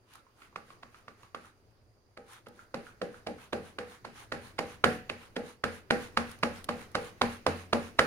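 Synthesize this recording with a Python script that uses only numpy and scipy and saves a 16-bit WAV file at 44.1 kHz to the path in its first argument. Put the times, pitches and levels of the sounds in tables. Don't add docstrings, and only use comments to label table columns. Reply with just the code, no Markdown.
import sys
import numpy as np
from scipy import signal
from scipy.fft import rfft, irfft, next_fast_len
from scipy.io import wavfile
from scipy.ndimage import uniform_filter1d

SR = 44100
rng = np.random.default_rng(int(sys.argv[2]) if len(sys.argv) > 2 else 0)


def store_pcm(level_fs):
    pcm = np.round(np.clip(level_fs, -1, 1) * 32767).astype(np.int16)
    wavfile.write(sys.argv[1], SR, np.atleast_2d(pcm).T)


N = 355446
LEAD_S = 0.01


def amp(db):
    return 10 ** (np.asarray(db) / 20)


def unit(x):
    return x / np.sqrt(np.mean(x ** 2) + 1e-20)


def along(points, hz):
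    pitches, values = np.transpose(points)
    return np.interp(np.log(hz + 1), np.log(pitches + 1), values)


def filtered(x, response):
    size = next_fast_len(x.shape[-1] + 8192)
    hz = np.fft.rfftfreq(size, 1 / SR)
    return irfft(rfft(x, size) * response(hz), size)[..., :x.shape[-1]]


def coloured(x, tone):
    return filtered(x, lambda hz: amp(along(tone, hz)))


def add(track, x, start_s):
    part = track[:, max(round(start_s * SR), 0):][:, :x.shape[1]]
    part += x[:, :part.shape[1]]


# pitch_hz, likeness (1 = the same)
LIKENESS = [(60, 0.94), (150, 0.53), (380, 1), (950, 0), (2380, 0), (5980, 0), (15000, 0.14)]
def stereo(spectra, hz):
    angle = np.arccos(np.clip(along(LIKENESS, hz), -1, 1))[:, None] / 2
    shared, side = spectra[0] * np.cos(angle), spectra[1] * np.sin(angle)
    return np.array([shared + side, shared - side])


def rush(tone, patchy_db=1.5):
    hz, _, spectra = signal.stft(rng.standard_normal((2, N)), SR, nperseg=512)
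    patches = rng.standard_normal(spectra.shape[1:])
    patches = uniform_filter1d(uniform_filter1d(patches, 10, 0), 10, 1)
    _, noise = signal.istft(stereo(spectra, hz) * amp(patchy_db * unit(patches)), nperseg=512)
    return unit(coloured(noise[:, :N], tone))


# pitch_hz, level_db
RUMBLE_TONE = [(12, -35), (20, -9), (40, -15), (70, -9.5), (113, -2.5), (200, -31.5), (260, -76),
               (440, -120)]
HISS_TONE = [(25, -8), (110, -8.5), (200, -9), (370, -3.5), (880, -18.5), (2000, -29), (3500, -40.5),
             (6000, -34), (10000, -42), (12500, -43.5), (15900, -50)]
WHINE_TONE = [(3900, -42.5), (4500, -5), (4750, 8.5), (5100, -2.5), (5800, -21), (6400, -52.5)]
# time_s, rumble_db, hiss_db
AIR_LEVELS = [(0.0, -64, -62), (0.87, -62, -57), (2.02, -62.5, -63.5), (2.53, -64.5, -58.5),
              (5.09, -54.5, -52.5), (5.72, -68, -60.5), (6.06, -53, -50.5), (8.06, -58, -52)]
def kitchen_air():
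    times, rumble_db, hiss_db = np.transpose(AIR_LEVELS)
    t = np.arange(N) / SR
    rumble = amp(np.interp(t, times, rumble_db)) * rush(RUMBLE_TONE)
    hiss = amp(np.interp(t, times, hiss_db)) * rush(HISS_TONE)
    return rumble + hiss + amp(-86.5) * rush(WHINE_TONE)


# pitch_hz, level_db
SHEEN_TONE = [(5000, -2.5), (9000, 0.5), (11500, 2.5), (14000, -10), (15900, -22.5)]
# start_s, level_db
CRISP_TICKS = [(0.1357, -46), (0.154, -46), (2.3324, -45), (2.4843, -49), (4.2323, -56), (6.314, -38),
               (6.3879, -48.5), (6.563, -63.5), (6.642, -32.5), (6.9152, -53)]
def ticks():
    track, t = np.zeros((2, N)), np.arange(SR // 30) / SR
    for start_s, level_db in CRISP_TICKS:
        burst = amp(level_db - 60 * t / 0.023) * (1 - np.exp(-t / 0.00089))
        add(track, burst * rng.standard_normal((2, len(t))), start_s)
    return coloured(track, SHEEN_TONE)


def blip(t, hz, cycles):
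    age = 3 * t * hz / cycles
    return np.sin(2 * np.pi * hz * t) * age * np.exp(1 - age)


def scuffs(per_second=400, hollow_hz=1300):
    track, t = np.zeros((2, N)), np.arange(SR // 30) / SR
    for when, pitch, softness, side in rng.random((round(per_second * N / SR), 4)):
        hz = hollow_hz * np.exp(0.55 * (pitch - 0.5))
        grain = amp(-14 * softness) * blip(t, hz, cycles=8.6)
        add(track, grain * amp([[6 * side - 3], [3 - 6 * side]]), when * N / SR)
    return unit(track)


# pitch_hz, level_db
FLOUR_TONE = [(400, -37), (800, 1.5), (1300, -4.5), (2000, -8), (3500, -16), (5000, -20), (7000, -14),
              (9600, -18), (12000, -22), (15900, -39)]
# middle_s, level_db
STROKES = [(0.147, -59), (0.43, -60), (0.71, -61.5), (0.972, -63.5), (1.233, -63), (1.458, -61),
           (2.335, -52.5), (2.6, -62), (2.874, -58.5), (3.16, -60), (3.424, -55.5), (3.672, -55.5),
           (3.927, -54.5), (4.199, -51), (4.463, -53), (4.711, -52), (4.937, -50), (5.23, -55),
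           (5.487, -52.5), (5.75, -51.5), (6.029, -47.5), (6.304, -52), (6.571, -51), (6.808, -51),
           (7.053, -49), (7.328, -49), (7.596, -51.5), (7.851, -51), (8.045, -50)]
def flour_drags(half_stroke_s=0.053):
    t = np.arange(N) / SR
    swells = sum(amp(db) * np.exp(-((t - middle_s) / half_stroke_s) ** 2) for middle_s, db in STROKES)
    grit = amp(1.5 * unit(uniform_filter1d(rng.standard_normal(N), 60)))
    return swells * (unit(grit * rush(FLOUR_TONE)) + amp(-8.5) * scuffs())


# pitch_hz, level_db
ECHO_TONE = [(60, -10), (150, 6), (400, 9), (900, -3), (1800, -0.5), (3500, -11.5), (7000, 2.5),
             (14000, -7.5)]
# pitch_hz, fade_s
ECHO_FADES = [(80, 1), (200, 0.38), (450, 0.24), (1100, 0.3), (2900, 0.49), (7700, 0.23), (14000, 0.56)]
def room_echo():
    length = SR // 2
    hz, t, spectra = signal.stft(rng.standard_normal((2, length)), SR, nperseg=256)
    fade = amp(along(ECHO_TONE, hz)[:, None] - 60 * t / along(ECHO_FADES, hz)[:, None])
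    _, tail = signal.istft(stereo(spectra, hz) * fade, SR, nperseg=256)
    rise = 1 - np.exp(-np.arange(length) / SR / 0.00027)
    return unit(tail[:, :length]) * rise / np.sqrt(length)


def place(track, direct, blow, start_s, level_db, echo_db):
    delayed = np.pad(direct, (5, 0))[:len(direct)]
    near = np.array([direct, delayed]) * amp([[-1.75], [1.75]])
    echo = signal.fftconvolve(blow[None], room_echo(), axes=1)
    add(track, amp(level_db) * near, start_s - LEAD_S)
    add(track, amp(level_db + echo_db) * echo, start_s - LEAD_S + 0.001002)


# pitch_hz, level_db, fade_s (to fall by 60 dB)
RING_NOTES = [(88.36, -10, 0.58), (145.4, -8.5, 0.16), (196, -11, 0.47), (235.9, 3.5, 0.32),
              (303, -23, 0.56), (355, -19, 0.11), (446.4, -3, 0.4), (488.4, 2, 0.34), (565, -2.5, 0.29),
              (637, -22.5, 0.11), (741, -5.5, 0.41), (798, 6.5, 0.22), (842, -0.5, 0.24)]
def counter_ring(middle_db):
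    t = np.arange(SR // 2) / SR
    balance = [(250, -middle_db / 2), (500, middle_db / 2), (800, -7)]
    notes = np.zeros((2, len(t)))
    for hz, level_db, fade_s in RING_NOTES:
        struck_db = level_db + along(balance, hz) + rng.normal(0, 2.38)
        phase = rng.normal(0, 0.5, (2, 1))
        notes += amp(struck_db - 60 * t / fade_s) * np.sin(2 * np.pi * hz * t + phase)
    return notes * (1 - np.exp(-t / 0.013))


# pitch_hz, level_db
CRACK_TONE = [(1300, 1), (2200, -3.5), (2700, -3.5), (3200, -9), (4700, -10.5), (6000, -21), (8000, -20.5),
              (10000, -31.5), (12000, -39), (15900, -47)]
# start_s, level_db, pitch_hz, crack_db
TOUCHES = [(0.136, -59, 1030, -6), (0.154, -46, 1300, -9), (0.266, -54, 1050, -20),
           (0.419, -44.5, 1330, -5), (0.527, -52, 1050, -23), (0.704, -40.5, 1120, -13),
           (0.945, -45, 1250, -8.5), (1.232, -47, 1100, -7), (1.447, -47, 1300, -21),
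           (2.592, -42.5, 1390, -20), (2.867, -40, 1410, -16), (3.143, -43.5, 1400, -12.5),
           (3.385, -51, 1380, -12)]
def fingertips():
    track = np.zeros((2, N))
    t = np.maximum(np.arange(SR // 40) / SR - LEAD_S, 0)
    for start_s, level_db, hz, crack_db in TOUCHES:
        skin = unit(coloured(rng.standard_normal(len(t)), CRACK_TONE))
        touch = blip(t, hz, cycles=4) + amp(crack_db - 60 * t / 0.03) * (t > 0) * skin
        place(track, touch, touch, start_s, level_db, echo_db=0)
    return track


def puff(t, hz, width_cycles):
    return -np.sin(2 * np.pi * hz * t) * np.exp(-(t * hz / width_cycles) ** 2)


def slap(pop_hz, ahead_s, thud_db, crack_db, sheen_db, hollow_db):
    def skin(x):
        crack = amp(crack_db) * unit(coloured(x, CRACK_TONE))
        return crack + amp(sheen_db) * unit(coloured(x, SHEEN_TONE))

    t = np.arange(SR // 40) / SR - LEAD_S
    fingers = np.zeros(len(t))
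    for early, pitch in rng.random((2, 4)).T:
        finger_t = t + 0.000763 + early * ahead_s
        fingers += amp(-5 - 10 * early) * puff(finger_t, pop_hz * (0.5 + 1.32 * pitch), 0.49)
    after = np.maximum(t, 0)
    hollow = amp(hollow_db - 60 * after / 0.031) * np.sin(2 * np.pi * pop_hz * after)
    pop = puff(t, pop_hz, 0.73) - hollow
    thud = amp(thud_db) * (puff(t, 522, 0.98) + amp(-9.5) * puff(t, 230, 0.6))
    rise = amp(16 * t / ahead_s) * (t > -1.5 * ahead_s)
    swell = np.where(t < 0, rise, amp(-60 * t / 0.021))
    direct = fingers + pop + thud + skin(rng.standard_normal(len(t))) * swell
    click = signal.unit_impulse(len(t), round(LEAD_S * SR))
    blow = amp(-1.5) * pop + amp(1.5) * thud + amp(-7) * skin(click)
    return direct, blow


# start_s (palm lands), level_db, pop_hz, ahead_s (fingers before palm), thud_db, ring_db,
# middle_db (middle ringing notes over low ones)
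PALM_PATS = [(0.5613, -27.5, 1140, 0.0033, -9, -21.5, 13), (0.8334, -36.5, 1085, 0.0062, -13, -19.5, -14),
             (1.0825, -35.5, 1160, 0.002, -8, -25, -16), (1.3478, -26.5, 1150, 0.00063, -5.5, -23, -5),
             (2.1752, -37, 1260, 0.0052, 0, -11, 25), (2.47, -40, 1250, 0.008, 2, -9.5, -8),
             (2.744, -26, 1090, 0.0015, 2.5, -11, -2), (3.0175, -26.5, 1340, 0.00146, 6, -9.5, 19.5),
             (3.2716, -26.5, 785, 0.0056, 3.5, -8.5, 3.5), (3.532, -22.5, 1150, 0.00545, 5, -8.5, 0.5),
             (3.7873, -24.5, 1270, 0.0019, -4, -11, 8), (4.051, -30.5, 900, 0.0046, -6, -18, -8),
             (4.323, -21, 1390, 0.00337, -1.5, -15, -2.5), (4.5914, -17.5, 940, 0.0075, -1.3, -13, 7),
             (4.8425, -5, 1350, 0.0019, -4.5, -17, 2), (5.0995, -23, 2280, 0.00504, -4, -19, -9.5),
             (5.3672, -24.5, 1420, 0.0075, 4.5, -8.5, 6.5), (5.6403, -15, 1290, 0.00217, -5, -17, -1),
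             (5.9089, -10, 1460, 0.00414, -2, -16, 3), (6.1749, -10.5, 1110, 0.0045, -13, -17.5, -2.5),
             (6.4344, -12.5, 1130, 0.0046, -4.5, -14, -6.5), (6.6911, -18, 1000, 0.0034, -4, -12, 0),
             (6.954, -14.5, 1090, 0.0053, -7.5, -15, 13.5), (7.2176, -8, 960, 0.00354, -11.5, -17.5, -3),
             (7.4664, -9, 1000, 0.00215, -5, -18, -4.5), (7.7323, -11.5, 1010, 0.00373, -1.5, -13, -4),
             (7.9936, -4, 1380, 0.0049, -6.5, -22, 9.5)]
def pats(ball_until_s=2.6, usual_db=-20):
    track = np.zeros((2, N))
    for start_s, level_db, pop_hz, ahead_s, thud_db, ring_db, middle_db in PALM_PATS:
        harder_db = level_db - usual_db
        cupped = start_s < ball_until_s
        sheen_db = -29.5 - 0.05 * harder_db + 0.23 * thud_db
        crack_db = -10.5 - 0.17 * harder_db - 4 * cupped
        echo_db = -4.5 - 0.11 * harder_db - 2 * cupped
        hollow_db = -25 + 17 * cupped
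        direct, blow = slap(pop_hz, max(ahead_s, 0.001), thud_db, crack_db, sheen_db, hollow_db)
        place(track, direct, blow, start_s, level_db, echo_db)
        add(track, amp(level_db + ring_db) * counter_ring(middle_db), start_s)
    return track


def scene():
    return pats() + fingertips() + flour_drags() + ticks() + kitchen_air()


# pitch_hz, gain_db
LEFT_PORT = [(60, -6), (200, -4.5), (380, -10), (1300, -1.5), (4000, 5), (7000, -11), (8200, -1.5),
             (9700, 8.5), (11500, -1.5), (14000, 4.5)]
RIGHT_PORT = [(60, -5), (200, -9), (380, -9.5), (1300, 1), (4000, 6.5), (6900, 2), (8000, -8.5),
              (9700, -25.5), (11500, -9), (14000, 6)]
def record(dry, ceiling=0.9, top_hz=15950):
    heard = filtered(dry, lambda hz: amp([along(LEFT_PORT, hz), along(RIGHT_PORT, hz)]))
    squeezed = heard / (1 + np.abs(heard / ceiling) ** 6) ** (1 / 6)
    return filtered(squeezed, lambda hz: hz < top_hz)


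dry = scene()
out = record(dry)
store_pcm(out)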